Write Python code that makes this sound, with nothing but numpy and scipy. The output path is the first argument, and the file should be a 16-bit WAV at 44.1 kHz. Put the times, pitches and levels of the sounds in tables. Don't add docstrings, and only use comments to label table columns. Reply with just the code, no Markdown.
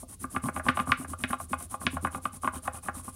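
import sys
import numpy as np
from scipy import signal
from scipy.fft import rfft, irfft
from scipy.io import wavfile

SR = 44100
rng = np.random.default_rng(int(sys.argv[2]) if len(sys.argv) > 2 else 0)


def to_wav(s):
    ch = np.atleast_2d(s).T
    pcm = np.round(np.clip(ch, -1, 1) * 32767)
    wavfile.write(sys.argv[1], SR, pcm.astype(np.int16))


N = 138915


def amp(db):
    return 10 ** (np.asarray(db) / 20)


def unit(x):
    return x / np.sqrt(np.mean(x ** 2) + 1e-20)


def colour(x, spectrum):
    hz, db = np.transpose(spectrum)
    f = np.maximum(np.fft.rfftfreq(N, 1 / SR), 1)
    gain = amp(np.interp(np.log(f), np.log(hz), db))
    return unit(irfft(rfft(x) * gain, N))


def low_pass(x, hz):
    return signal.sosfilt(signal.butter(2, hz, fs=SR, output="sos"), x)


def drift(rate_hz):
    return unit(low_pass(rng.standard_normal(N), rate_hz))


def grains(per_s, spread_db):
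    size_db = spread_db * np.minimum(rng.exponential(1, N), 5)
    sizes = amp(size_db) * rng.choice([-1, 1], N)
    return unit(sizes * (rng.random(N) < per_s / SR))


def ring(force, hz, t60):
    r = np.exp(-np.log(1000) / (t60 * SR))
    gain = np.sqrt((1 - r * r) / 2)
    poles = [1, -2 * r * np.cos(2 * np.pi * hz / SR), r * r]
    return signal.lfilter([gain, 0, -gain], poles, force + 1e-18)


def clicks(times, db):
    out = np.zeros(N)
    out[np.clip(np.round(times * SR).astype(int), 0, N - 1)] = amp(db)
    return out


# (f/Hz, level/dB)
AIR_SPECTRUM = [(20, -12), (40, -5), (52, 4.5), (62, -2), (80, 10.5), (130, -7.5), (300, -13), (1000, -44),
                (4000, -32.5), (15000, -37.5)]
AIR_DB = -51


def still_air():
    return amp(AIR_DB) * colour(rng.standard_normal(N), AIR_SPECTRUM)


# (start t/s, end t/s, hiss level/dB, table rumble level/dB, table rasp level/dB)
STROKES = [(-0.02, 0.049, -45, -54, -68), (0.08, 0.16, -44.5, -51.5, -65), (0.195, 0.261, -41.5, -36, -68),
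           (0.299, 0.389, -44, -42, -60), (0.421, 0.505, -41.5, -32.5, -50.5),
           (0.531, 0.608, -44, -40, -56), (0.633, 0.716, -42.5, -34, -49), (0.743, 0.841, -45, -38.5, -47),
           (0.859, 0.939, -43, -34, -49.5), (0.968, 1.056, -44, -37, -54.5), (1.074, 1.149, -42, -38, -59),
           (1.18, 1.259, -44, -41, -57.5), (1.276, 1.358, -43, -38, -49.5), (1.385, 1.461, -44, -42, -66),
           (1.486, 1.556, -42.5, -36, -59.5), (1.578, 1.669, -42.5, -44.5, -59),
           (1.694, 1.768, -42, -47.5, -54.5), (1.799, 1.881, -43, -37, -54.5),
           (1.903, 1.984, -45, -33, -57), (2.011, 2.086, -44.5, -36, -62), (2.108, 2.191, -45, -36, -54),
           (2.217, 2.291, -45, -45, -57), (2.323, 2.387, -44, -41, -54.5), (2.413, 2.495, -44, -40.5, -53),
           (2.525, 2.596, -41.5, -39.5, -47), (2.622, 2.696, -43, -45.5, -51),
           (2.726, 2.799, -42.5, -44, -49), (2.823, 2.901, -43.5, -46.5, -52),
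           (2.935, 3.022, -43, -44, -51.5), (3.026, 3.118, -45.5, -46, -57),
           (3.119, 3.19, -49.5, -61.5, -69)]
ATTACK_S, RELEASE_S = 0.027, 0.034


def sweep(levels_db, margin_s, lag_s=0, softness=1):
    out, t = np.zeros(N), np.arange(N) / SR - lag_s
    for (start, end, *_), db in zip(STROKES, levels_db):
        start, end = start - margin_s, end + margin_s
        span = slice(*np.searchsorted(t, [start, end]))
        rise = np.clip((t[span] - start) / (ATTACK_S * softness), 0, 1)
        fall = np.clip((end - t[span]) / (RELEASE_S * softness), 0, 1)
        out[span] += amp(db) * (np.sin(rise * np.pi / 2) * np.sin(fall * np.pi / 2)) ** 2
    return out


# (centre t/s, half length t/s, level/dB)
SCRATCHES = [(0.232, 0.0063, -48), (0.917, 0.00088, -53), (1.309, 0.0052, -45), (2.675, .001, -48)]
# (f/Hz, level/dB)
SING_SPECTRUM = [(5000, -22), (7000, -11), (8300, -6.5), (9300, 0.5), (10200, 1.5), (11100, -24),
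                 (13000, -41), (15800, -28)]
# (f/Hz, level/dB)
HISS_SPECTRUM = [(1500, -3.5), (3000, -13), (4500, -9.5), (6200, -4.5), (7200, -9), (8500, 8), (10500, 5.5),
                 (12000, 2), (14000, -2.5), (15800, -12)]
SING_DB, SING_MARGIN_S = -4, 0.0089
HISS_DB, HISS_MARGIN_S, HISS_SOFTNESS = -4.5, 0.0068, 1.36
GRAINS_PER_S, GRAIN_SPREAD_DB = 14000, 3
FLUTTER_DB, FLUTTER_HZ = 1.39, 66


def paper_hiss():
    stroke_db, t = np.array(STROKES)[:, 2], np.arange(N) / SR
    sing_level = sweep(stroke_db + SING_DB, SING_MARGIN_S)
    broad_level = sweep(stroke_db + HISS_DB, HISS_MARGIN_S, softness=HISS_SOFTNESS)
    for centre, half_length, db in SCRATCHES:
        broad_level += amp(db) * np.exp(-((t - centre) / half_length) ** 2)
    sing = sing_level * colour(grains(GRAINS_PER_S, GRAIN_SPREAD_DB), SING_SPECTRUM)
    broad = broad_level * colour(grains(GRAINS_PER_S, GRAIN_SPREAD_DB), HISS_SPECTRUM)
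    return (sing + broad) * amp(FLUTTER_DB * drift(FLUTTER_HZ))


BANDS_HZ = [250, 700, 1150, 1800, 3000]


def band_shares(hz):
    return np.array([np.interp(np.log(hz), np.log(BANDS_HZ), row) for row in np.eye(len(BANDS_HZ))])


RASP_DB = [-1, 2.5, -12.5, -3]
RUMBLE_DB = -1.5
RUB_MARGIN_S, RUB_LAG_S, RUB_SOFTNESS = 0.011, 0.002, 1.59
SLIPS_PER_S, SLIP_SPREAD_DB = 900, 6.5
PRESSURE_DB, PRESSURE_HZ = 1, 21.8


def table_rub():
    rumble, rasp = np.array(STROKES)[:, 3:].T
    rub_db = np.array([rumble + RUMBLE_DB] + [rasp + db for db in RASP_DB])
    pressure = amp(PRESSURE_DB * drift(PRESSURE_HZ))
    forces = []
    for hz, *_ in TABLE_MODES:
        stroke = sweep(band_shares(hz) @ rub_db, RUB_MARGIN_S, RUB_LAG_S, RUB_SOFTNESS)
        forces.append(stroke * pressure * grains(SLIPS_PER_S, SLIP_SPREAD_DB))
    return np.array(forces)


# (t/s, then relative level/dB in each of the five bands)
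KNOCKS = [(0.03, -38, -41.5, -49, -87, -72), (0.2412, -33, -40.5, -32.5, -40.5, -52.5),
          (0.3476, -30, -45, -34.5, -65, -50), (0.363, -24, -34.5, -26, -27.5, -33.5),
          (0.4384, -20.5, -50, -35, -48, -52), (0.4565, -47, -36, -36.5, -55, -62),
          (0.4858, -26.5, -33, -29.5, -31, -45.5), (0.563, -30.5, -35, -27, -36, -38),
          (0.574, -32, -36, -40, -40, -46), (0.5964, -38, -34, -37.5, -29, -51),
          (0.6643, -28, -30, -31, -42, -44), (0.6846, -19.5, -35, -26.5, -13.5, -33),
          (0.6879, -32, -30.5, -19.5, -19, -21.5), (0.7715, -31, -27.5, -27.5, -33, -32),
          (0.791, -38, -35, -25, -38, -35), (0.7987, -23.5, -42, -27, -31, -30),
          (0.8714, -33, -39, -34, -49, -66), (0.8945, -31, -45, -30, -49, -65),
          (0.9192, -27, -33, -19.5, -15.5, -21.5), (1.0467, -36, -42, -39.5, -39.5, -54),
          (1.1336, -39, -38, -31.5, -47, -45.5), (1.238, -23.5, -37.5, -36, -21, -24.5),
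          (1.3058, -27, -52, -43, -28.5, -50), (1.3303, -37.5, -31, -22.5, -36, -31.5),
          (1.4001, -56, -34.5, -36, -48, -49), (1.5311, -36, -30, -24, -31, -31.5),
          (1.605, -46, -43, -46.5, -56, -46), (1.741, -37.5, -35.5, -30, -46, -45),
          (1.8143, -42, -44, -41, -43, -67), (1.867, -20.5, -35, -29.5, -21, -19.5),
          (1.968, -47, -31, -29.5, -38, -44), (2.048, -25, -31, -23.5, -31.5, -35.5),
          (2.0707, -41, -40, -33.5, -28.5, -51), (2.1467, -37, -34.5, -29.5, -40, -40),
          (2.1795, -41, -44, -43.5, -65, -66), (2.254, -31.5, -35.5, -23.5, -35, -32),
          (2.4332, -38, -38, -30.5, -52, -50), (2.445, -33, -36, -26, -40, -38.5),
          (2.4748, -31, -33.5, -21, -27.5, -36), (2.6772, -34.5, -28.5, -28, -26, -40),
          (2.8844, -32, -28.5, -28.5, -26, -44), (3.0794, -33.5, -47, -36, -57, -66)]
KNOCK_DB, THUMP_DB = 23, 23.5
THUMP_LOW_HZ, THUMP_FALL_DB = 190, -4
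THUMP_LEAD_S = 0.001997
CHATTER_DB = -12.5
SPOT_SCATTER_DB = 1.8


def tip_knocks():
    times, *knock_db = np.transpose(KNOCKS)
    again = times[:, None] + rng.uniform(0.00149, 0.011, size=(len(times), 3))
    spread = np.sqrt(3)
    spot_db = SPOT_SCATTER_DB * rng.uniform(-spread, spread, (len(times), len(TABLE_MODES)))
    forces = []
    for k, (hz, *_) in enumerate(TABLE_MODES):
        share = band_shares(hz)
        bass = share[0]
        thump_db = THUMP_DB + THUMP_FALL_DB * max(np.log2(THUMP_LOW_HZ / hz), 0)
        gain_db = bass * thump_db + (1 - bass) * KNOCK_DB
        hit_db = share @ np.array(knock_db) + gain_db + spot_db[:, k]
        first = clicks(times - THUMP_LEAD_S * bass ** 4, hit_db)
        chatter = sum(clicks(s, hit_db + CHATTER_DB) for s in again.T)
        forces.append(first + (1 - bass) * chatter)
    return np.array(forces)


# (f/Hz, relative level/dB, t60 t/s)
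TABLE_MODES = [(82.9, -6, 0.46), (129.6, -8.5, 0.032), (152.5, -10.5, 0.076), (208.7, -5.5, 0.035),
               (258.5, -2, .09), (351.4, -7.5, 0.065), (517, -14, 0.13), (624, -6.5, 0.035),
               (706.3, -6, 0.05), (806.3, -2.5, 0.038), (1061, 0, 0.026), (1190, -0.5, 0.028),
               (1383, -10, 0.078), (1472, -4, 0.051), (1651, -5, 0.019), (1910, -12.5, 0.038),
               (2150, -5, 0.014), (2470, -11.5, 0.0067), (2484, -9.5, 0.035), (2868, -13, 0.018),
               (3100, -10.5, 0.0067), (3324, -18.5, 0.048), (3810, -15.5, 0.0054), (4080, -25.5, 0.008),
               (4560, -45, 0.016)]
SOFT_CONTACT = 1.6


def table_top():
    forces = table_rub() + tip_knocks()
    out = np.zeros(N)
    for k, (hz, db, t60) in enumerate(TABLE_MODES):
        corner = SOFT_CONTACT * hz
        soft_force = low_pass(low_pass(forces[k] + 1e-18, corner), corner)
        out += (-1) ** k * amp(db) * ring(soft_force, hz, t60)
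    return out


CRACK_HZ, CRACK_T60_S, CRACK_TOP_HZ = 2430, 0.00062, 4350
CRACK_DB = 25
CRACK_FULL_DB, CRACK_GROWTH = -17, 0.5


def tip_crack():
    times, *_, treble_db = np.transpose(KNOCKS)
    db = treble_db + CRACK_DB + CRACK_GROWTH * np.minimum(treble_db - CRACK_FULL_DB, 0)
    crack = ring(clicks(times, db), CRACK_HZ, CRACK_T60_S)
    return -low_pass(low_pass(crack, CRACK_TOP_HZ), CRACK_TOP_HZ)


# (delay t/s, level/dB)
ECHOES = [(.0016, -16), (.0075, -23.5)]


def near_echoes(direct):
    n = np.arange(N)
    return sum(amp(db) * np.interp(n - s * SR, n, direct, left=0) for s, db in ECHOES)


ROOM_LOW_CUT_HZ, ROOM_BUILD_S = 480, 0.0017


def room(x, t60, wet_db):
    t = np.arange(SR // 2) / SR
    decay = np.exp(-np.log(1000) * t / t60)
    build = np.minimum(t / ROOM_BUILD_S, 1) ** 2
    tail = rng.standard_normal(len(t)) * decay * build
    low_cut = signal.butter(1, ROOM_LOW_CUT_HZ, "high", fs=SR, output="sos")
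    tail = signal.sosfilt(low_cut, tail / np.linalg.norm(tail))
    return x + amp(wet_db) * signal.fftconvolve(x, tail)[:N]


def scene():
    air = still_air()
    hiss = room(paper_hiss(), t60=0.21, wet_db=-17.5)
    direct = table_top() + tip_crack()
    wood = room(direct + near_echoes(direct), t60=0.25, wet_db=-11.5)
    return (wood + hiss + air)[None]


def record(dry):
    return signal.sosfilt(signal.ellip(12, 0.1, 80, 15800, fs=SR, output="sos"), dry)


dry = scene()
out = record(dry)
to_wav(out)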